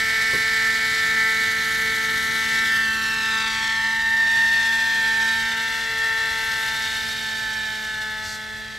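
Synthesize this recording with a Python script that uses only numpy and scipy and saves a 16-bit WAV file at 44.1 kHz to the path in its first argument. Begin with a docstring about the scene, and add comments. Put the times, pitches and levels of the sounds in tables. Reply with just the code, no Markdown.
"""Over an open field a model helicopter with a small two-stroke glow engine hovers, climbs, turns and flies off.
The exhaust sings in orders of the firing rate, loudest at the muffler resonance; uneven firings and rasp roughen it.
Its colour changes as it turns, the rotor chops it, and a ground echo sweeps a comb through it as it climbs.
Around it are blade hiss, blade hum, churned air, a faint field rumble, soft housing knocks and one airy swish."""
import sys
import numpy as np
from scipy import signal
from scipy.fft import rfft, irfft, next_fast_len
from scipy.io import wavfile
from scipy.ndimage import uniform_filter1d

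SR = 44100
rng = np.random.default_rng(int(sys.argv[2]) if len(sys.argv) > 2 else 0)


def master_out(mix):
    """Clip the mix to full scale and print it as 16-bit PCM to the path in sys.argv[1]."""
    frames = np.transpose(np.atleast_2d(mix))
    ceiling = np.clip(frames, -1, 1)
    pcm = np.round(ceiling * 32767).astype(np.int16)
    wavfile.write(sys.argv[1], SR, pcm)


N = 387198
TIME = np.arange(N) / SR  # s
FIRINGS_PER_BLADE = 4.76  # gearing: engine firings for each blade passage
FIRST_RASP_ORDER = 11  # from this order up the exhaust follows the roughness, not the note

# Exhaust orders: order (multiple of the firing rate), mean_db (relative to the note or the roughness),
# swing_db (with the view), loudest_view_degrees
EXHAUST_ORDERS = [(3, -56.5, 15, 287), (4, -44.5, 3.5, 185), (5, -57.5, 9, 141), (6, -40.5, 3.5, 49),
                  (7, -38, 0.5, 104), (8, -25.5, 1.9, 246), (9, -38.5, 5.5, 20), (10, -37.5, 6.5, 364),
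                  (11, -12.5, 6, 291), (12, -18.5, 14, 131), (13, -13, 3, 340), (14, -11, 2, 100),
                  (15, -12.5, 2, 170), (16, -17, 14, 267)]
# Roughness of the exhaust (rasp, sizzle and high orders): start_s, level_db
ROUGHNESS_CURVE = [(0, -31.5), (.8, -31.5), (2.3, -33.5), (2.47, -31), (3, -33.5), (3.42, -30), (4.15, -36),
                   (4.4, -32), (5.35, -31.5), (5.9, -34), (6.9, -32), (8.2, -39), (8.44, -41.5),
                   (8.78, -43)]
# Spectrum of the fizzing top of the exhaust: frequency_hz, relative_density_db
SIZZLE_SPECTRUM = [(3300, -24), (4300, 1.5), (4800, -0.5), (5800, -1.5), (7000, -7.5), (7900, -5.5),
                   (9000, -17.5), (13000, -41)]
# Spectrum of air hissing off the blades: frequency_hz, relative_density_db
HISS_SPECTRUM = [(4000, -31), (7000, 8.5), (9000, 1), (10800, 9.5), (11800, 1), (12500, 12.5), (14000, -7)]
# Spectrum of churned air, also lent to the knocks: frequency_hz, relative_density_db
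WASH_SPECTRUM = [(60, -15), (130, 10.5), (200, 6), (320, 5.5), (550, -8), (900, -43), (2000, -13.5)]


def from_db(db):
    """Decibels to gain."""
    return np.exp(np.asarray(db) * np.log(10) / 20)


def rms_one(x):
    """Scale to unit power."""
    return x / np.sqrt(np.mean(x ** 2) + 1e-20)


def in_time(rows):
    """Read each column of a curve table, sample by sample."""
    start_s, *columns = np.transpose(rows)
    return [np.interp(TIME, start_s, column) for column in columns]


def at_hz(points, hz):
    """Read a spectrum on a log-frequency axis."""
    points_hz, values = np.array(points).T
    return np.interp(np.log(hz), np.log(points_hz), values)


def drift(rate_hz):
    """Slow random wander of unit rms: noise through two equal one-pole low-passes."""
    step = 40  # samples between slow values
    r = np.exp(-2 * np.pi * rate_hz * step / SR)
    raw = rng.standard_normal(N // step + 2002)
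    slow = signal.lfilter([1], [1, -2 * r, r * r], raw)[2000:]  # drop the start-up
    return np.interp(np.arange(N) / step, np.arange(len(slow)), rms_one(slow))


def noise(spectrum):
    """Stereo noise of a given colour; its mid signal has rms 1 and its width varies with frequency."""
    # Left-right likeness of the noises: frequency_hz, likeness (0 to 1)
    likeness = [(30, .15), (70, 0.2), (150, 0.34), (300, 0.077), (600, 0.067), (1200, 0.45), (5000, 0.99),
                (8000, 0.94), (10000, 0.18), (13000, 0.28)]
    size = next_fast_len(N)
    hz = np.maximum(np.fft.rfftfreq(size, 1 / SR), 1)
    mid, side = rfft(rng.standard_normal((2, size))) * from_db(at_hz(spectrum, hz))
    alike = np.clip(at_hz(likeness, hz), 0, 1)
    side = side * np.sqrt((1 - alike) / (1 + alike))
    mid, side = irfft(mid, size)[:N], irfft(side, size)[:N]
    return np.array([mid + side, mid - side]) / np.std(mid)


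def resonance(x, hz, width_hz):
    """A two-pole band-pass with gain 1 on top."""
    r = np.exp(-np.pi * width_hz / SR)
    zeros = np.array([1, 0, -1]) * (1 - r * r) / 2
    poles = [1, -2 * r * np.cos(2 * np.pi * hz / SR), r * r]
    return signal.lfilter(zeros, poles, x + 1e-18)


def per_firing(turns):
    """A new random value for each firing, joined by straight lines."""
    values = rng.standard_normal(N // 100)
    return np.interp(turns, np.arange(len(values)), values)


def beamed(mean_db, swing_db, toward_deg, view_deg):
    """Level of a sound that is loudest on one side of the machine and weakest on the other."""
    return mean_db + swing_db * np.cos(np.radians(view_deg - toward_deg))


def ground_echo(x, strength):
    """Direct sound plus its reflection, dulled by the grass, at nearly unchanged power."""
    # Lag of the echo, following the height: start_s, lag_ms
    echo_lag = [(0, .28), (2.4, .39), (2.75, .6), (3.45, .82), (4, 1.01), (4.9, 1.17), (5.35, 1.28),
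                (5.65, 1.39), (6.05, 1.465), (6.6, 1.39), (7.6, 1.29), (8.1, 1.39), (8.78, 1.5)]
    lag_ms, = in_time(echo_lag)
    # grass reflects inverted at grazing angles (short lag) and upright at steep ones
    factor = strength * np.interp(lag_ms, [.39, .6], [-0.23, 0.54])
    dull = signal.lfilter(*signal.butter(1, 8000, fs=SR), np.atleast_2d(x))
    late = np.array([np.interp(TIME - lag_ms / 1000, TIME, channel) for channel in dull])
    return (x + factor * late) / np.sqrt(1 + factor ** 2)


def open_field(level_db=-48.5):
    """Faint, slowly wavering low rumble of the open field, a little stronger on the left."""
    # Spectrum of the field: frequency_hz, relative_density_db
    field_spectrum = [(20, -23), (35, 6), (55, 5.5), (100, 6.5), (150, -2.5), (300, -11), (700, -10),
                      (2000, -26), (12000, -52)]
    gain = from_db(level_db + 0.5 * drift(1.3))
    return gain * noise(field_spectrum) * from_db([[1.2], [-1.2]])


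def knocks(ring_db=-3.0, thud_db=-10.0, thud_t60_s=0.18):
    """Soft bumps on the microphone's housing: a decaying noise thud and damped ringing modes."""
    # Bumps: start_s, strike_db
    bumps = [(.334, -24.5), (.35, -27), (.368, -43), (1.136, -39)]
    # Housing modes: pitch_hz, relative_db, t60_s
    housing_modes = [(158, -19, 0.062), (350, -21, .07), (417, -0.5, 0.13), (503, 0.5, 0.046),
                     (1080, -10, 0.06), (1090, -9, 0.067)]
    taps = np.zeros(N)
    for start_s, strike_db in bumps:
        taps[round(start_s * SR)] = from_db(strike_db)
    dying = signal.lfilter([1], [1, -from_db(-60 / (thud_t60_s * SR))], taps + 1e-18)
    out = from_db(thud_db) * dying * noise(WASH_SPECTRUM)
    for hz, db, t60_s in housing_modes:
        r = from_db(-60 / (t60_s * SR))
        w = 2 * np.pi * hz / SR
        ring = signal.lfilter([0, np.sin(w)], [1, -2 * r * np.cos(w), r * r], taps + 1e-18)
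        out += from_db(db + ring_db) * ring
    return out


def swish(at_s=8.3, width_s=0.072, sizzle_db=-37.0, hiss_db=-50.0):
    """A short, airy swell of sizzle and blade hiss as the machine turns away."""
    swell = np.exp(-((TIME - at_s) / width_s) ** 4)
    return swell * (from_db(sizzle_db) * noise(SIZZLE_SPECTRUM) + from_db(hiss_db) * noise(HISS_SPECTRUM))


def rotor_wash(trim_db=5.5):
    """Air churned by the rotor: low, broad noise."""
    # Churning: start_s, level_db (before the trim)
    wash_curve = [(0, -54), (2.64, -49), (3.69, -60.5), (4.96, -57.5), (6.2, -61), (6.6, -56.5),
                  (8.78, -68)]
    return from_db(in_time(wash_curve)[0] + trim_db) * noise(WASH_SPECTRUM)


def blade_hum(blades):
    """Low tones at two and three times the blade rate, wandering in level and phase."""
    # Hum tones, lowest first: level_db
    hum_levels = [-57, -59]
    hum = np.zeros(N)
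    for order, level_db in enumerate(hum_levels, 2):
        hum += from_db(level_db + drift(5.7)) * np.sin(order * blades + drift(3.9))
    return hum


def piston_pulse(turns, firing_depth=0.16, port_depth=0.036):
    """Gas flow swelling once, and slightly twice, per firing."""
    return 1 + firing_depth * np.cos(2 * np.pi * turns) + port_depth * np.cos(4 * np.pi * turns)


def rotor_chop(blades, blade_depth=0.035, rotor_depth=0.013):
    """Level swaying with each blade and each pair of blades, with a random flicker."""
    sway = 1 + blade_depth * np.cos(blades) + rotor_depth * np.cos(blades / 2)
    return sway * from_db(0.94 * drift(35))


def blade_hiss(piston, rotor, echo_strength=0.65):
    """Bright hiss off the blades, pulsed by piston and rotor, mirrored by the ground, slightly right."""
    # Hiss: start_s, level_db
    hiss_curve = [(0, -43.5), (.8, -45), (1.6, -42), (2.5, -43), (3.2, -47), (3.7, -54), (4.5, -47),
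                  (6.28, -48), (6.42, -42.5), (6.9, -45.5), (8.2, -54), (8.78, -60)]
    gain = from_db(in_time(hiss_curve)[0] + 1.2 * drift(22))
    hiss = gain * noise(HISS_SPECTRUM) * from_db([[-.6], [.6]])
    return ground_echo(hiss * piston * rotor, echo_strength)


def exhaust_orders(turns, levels, flutter_db, jitter_turns):
    """One line per order; firings come slightly early or late and the air makes each line flutter."""
    uneven_turns = turns + jitter_turns * per_firing(turns)
    phase = (2 * np.pi * (uneven_turns % 2)).astype(np.float32)  # two firings, so half orders close
    mid, side = np.zeros(N), np.zeros(N)
    for order, level_db in levels:
        # the muffler disperses each firing into two even humps
        angle = order * phase + np.pi / 2 * order ** 2 + rng.normal(0, .45)
        gain = np.sqrt(2) * from_db(level_db + flutter_db * drift(6.2))
        line = gain * np.sin(angle)
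        mid += line
        # stray reflections shift each line about, the low ones most
        side += .35 / np.sqrt(order) * drift(1) * line
        # the right capsule leads a little
        side -= .2 * gain * np.cos(angle)
    return np.array([mid + side, mid - side])


def exhaust_rasp(turns, view, piston, rotor, echo_strength=0.98):
    """Gas rasps and sizzles in step with the piston over a buzz of weak high orders; the ground mirrors it."""
    # Spectrum of the rasp: frequency_hz, relative_density_db
    rasp_spectrum = [(600, -17), (1000, -12.5), (1400, -8), (2200, -6.5), (2650, -5), (3200, -3), (3700, 3),
                     (4200, -6), (5000, -24)]
    # How each radiates: mean_db, swing_db, loudest_view_degrees
    rasp_beam, sizzle_beam = (-1.2, 0.57, 200), (-3.04, 0.53, 395)
    roughness, = in_time(ROUGHNESS_CURVE)
    rasp = from_db(roughness + beamed(*rasp_beam, view)) * noise(rasp_spectrum)
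    sizzle = from_db(roughness + beamed(*sizzle_beam, view)) * noise(SIZZLE_SPECTRUM)
    # above the listed orders, eight more fade by 1.6 dB each
    first = round(EXHAUST_ORDERS[-1][0]) + 1
    weak = [(first + k, roughness - 13 - 1.6 * k) for k in range(8)]
    buzz = exhaust_orders(turns, weak, flutter_db=2.0, jitter_turns=.002)
    return ground_echo(((rasp + sizzle) * piston + buzz) * rotor, echo_strength)


def low_drone(turns, flutter_db, trim_db=-0.5):
    """Low drone at the firing rate and its octave."""
    # Drone: start_s, firing_rate_db, octave_db (both before the trim)
    drone_curve = [(0.0, -49, -44.5), (2.08, -46.5, -43), (2.91, -42, -50.5), (3.4, -44, -48.5),
                   (3.64, -45.5, -57.5), (4.94, -46.5, -53.5), (5.06, -46, -46), (5.4, -44, -52),
                   (6.14, -54, -42.5), (6.53, -54.5, -50), (7.16, -48, -53), (8.78, -51.5, -53.5)]
    levels = [(order, db + trim_db) for order, db in enumerate(in_time(drone_curve), 1)]
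    return exhaust_orders(turns, levels, flutter_db, jitter_turns=.002)


def uneven_firings(turns, puff_share=0.98):
    """No two firings are equally strong; the excess and a puff of gas ring the muffler."""
    # Muffler resonances: pitch_hz, width_hz, relative_db
    muffler = [(1527, 160, -12), (1860, 170, 0), (2170, 360, -8.5)]
    # Ringing, dying down as the engine unloads: start_s, level_db
    ringing_curve = [(0, -32), (2.3, -33), (3, -35), (3.7, -34), (4.5, -35), (5.3, -35), (6, -34),
                     (6.6, -35), (7.3, -40.5), (8.78, -46.5)]
    kicks = rng.standard_normal(N) * np.diff(np.floor(turns), prepend=0)
    puffs = rng.standard_normal(N) * (1 + np.cos(2 * np.pi * turns))
    drive = rms_one(kicks) + puff_share * rms_one(puffs)
    rings = np.zeros(N)
    for k, (hz, width_hz, db) in enumerate(muffler):
        rings += (-1) ** k * from_db(db) * resonance(drive, hz, width_hz)  # alternating polarity
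    band = signal.butter(2, [1300, 2400], "band", fs=SR, output="sos")
    rings = signal.sosfilt(band, rings)
    steady = rings / np.sqrt(uniform_filter1d(rings ** 2, size=900) + 1e-12)  # even over several firings
    return from_db(in_time(ringing_curve)[0]) * steady


def exhaust_note(turns, blades, view, flutter_db, chop=0.017, shake=0.1, trim_db=-0.12, wobble_turns=0.0054):
    """Orders of the firing rate, swayed in level and phase by each blade and in level by each firing."""
    # Strength of the note, from load and distance: start_s, level_db (before the trim)
    note_curve = [(0, .5), (.55, 1.5), (1, 1), (1.25, 4), (1.65, 0), (2.1, 0.5), (2.6, 3.5), (3.1, 2),
                  (3.4, 5), (3.85, 3), (4.1, 2), (4.4, 2), (5.3, 3), (5.55, 2.5), (5.85, 0), (6.05, 3.5),
                  (6.85, 2), (7.22, -4.5), (7.46, -2), (7.8, -4.5), (8.05, -1), (8.4, -5), (8.78, -10.5)]
    # Strong-weak alternation of the firings: start_s, relative_db
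    alternation_curve = [(0, 0), (2.3, 3), (3, -22), (5.7, -2), (6, -17), (6.6, -17), (8.78, -29)]
    # Half orders: the whole order below each, and relative_db of each
    orders_below, half_levels = (3, 6, 7, 8, 9, 10), [-78, -50, -47.5, -54.5, -43, -54]
    loudness, = in_time(note_curve)
    roughness, = in_time(ROUGHNESS_CURVE)
    alternation, = in_time(alternation_curve)
    levels = []
    for order, mean_db, swing_db, toward_deg in EXHAUST_ORDERS:
        strength = trim_db + loudness if order < FIRST_RASP_ORDER else roughness
        levels.append((order, strength + beamed(mean_db, swing_db, toward_deg, view)))
    # every second firing is a little weaker, which adds lines halfway between the orders
    levels += [(order + .5, db + alternation) for order, db in zip(orders_below, half_levels)]
    wobbly_turns = turns + wobble_turns * np.sin(blades)
    note = exhaust_orders(wobbly_turns, levels, flutter_db, jitter_turns=0.0027)
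    return note * (1 + chop * np.cos(blades) + shake * per_firing(turns))


def engine(turns, blades, view, flutter_db=1.07, echo_strength=0.84):
    """Exhaust note and muffler ringing with their ground echo, over the drone; slightly left."""
    singing = exhaust_note(turns, blades, view, flutter_db) + uneven_firings(turns)
    exhaust = ground_echo(singing, echo_strength) + low_drone(turns, flutter_db)
    return exhaust * from_db([[.3], [-.3]])


def scene():
    """The rotor is geared to the engine; field, knocks and swish lie around the machine."""
    # Engine speed: start_s, firing_rate_hz
    speed_curve = [(0, 222.6), (.81, 222.6), (2.01, 222), (2.73, 223.5), (3.07, 222.7), (3.59, 222.7),
                   (4.02, 225), (4.46, 226.7), (4.7, 226.1), (5.03, 224.5), (5.86, 224.9), (6.61, 222.9),
                   (7.32, 220.1), (7.97, 216.8), (8.41, 216.8), (8.78, 218)]
    # Side the machine is heard from: start_s, view_degrees (0 its right, 90 nose, 180 its left, 270 tail)
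    view_curve = [(0, 5), (2.3, 35), (2.9, 125), (3.5, 147), (4.3, 196), (6.2, 177), (7.4, 203),
                  (8.78, 213)]
    turns = np.cumsum(in_time(speed_curve)[0]) / SR  # firings so far
    view, = in_time(view_curve)
    blades = 2 * np.pi * turns / FIRINGS_PER_BLADE + .8 * drift(5)  # blade phase in radians, loosely geared
    piston, rotor = piston_pulse(turns), rotor_chop(blades)
    surroundings = open_field() + knocks() + swish()
    air = rotor_wash() + blade_hum(blades) + blade_hiss(piston, rotor)
    rasp = exhaust_rasp(turns, view, piston, rotor)
    return surroundings + air + rasp + engine(turns, blades, view)


def record(dry):
    """A steep elliptic low-pass cuts the top above 13.7 kHz."""
    return signal.sosfilt(signal.ellip(12, .1, 90, 13700, fs=SR, output="sos"), dry)


dry = scene()
out = record(dry)
master_out(out)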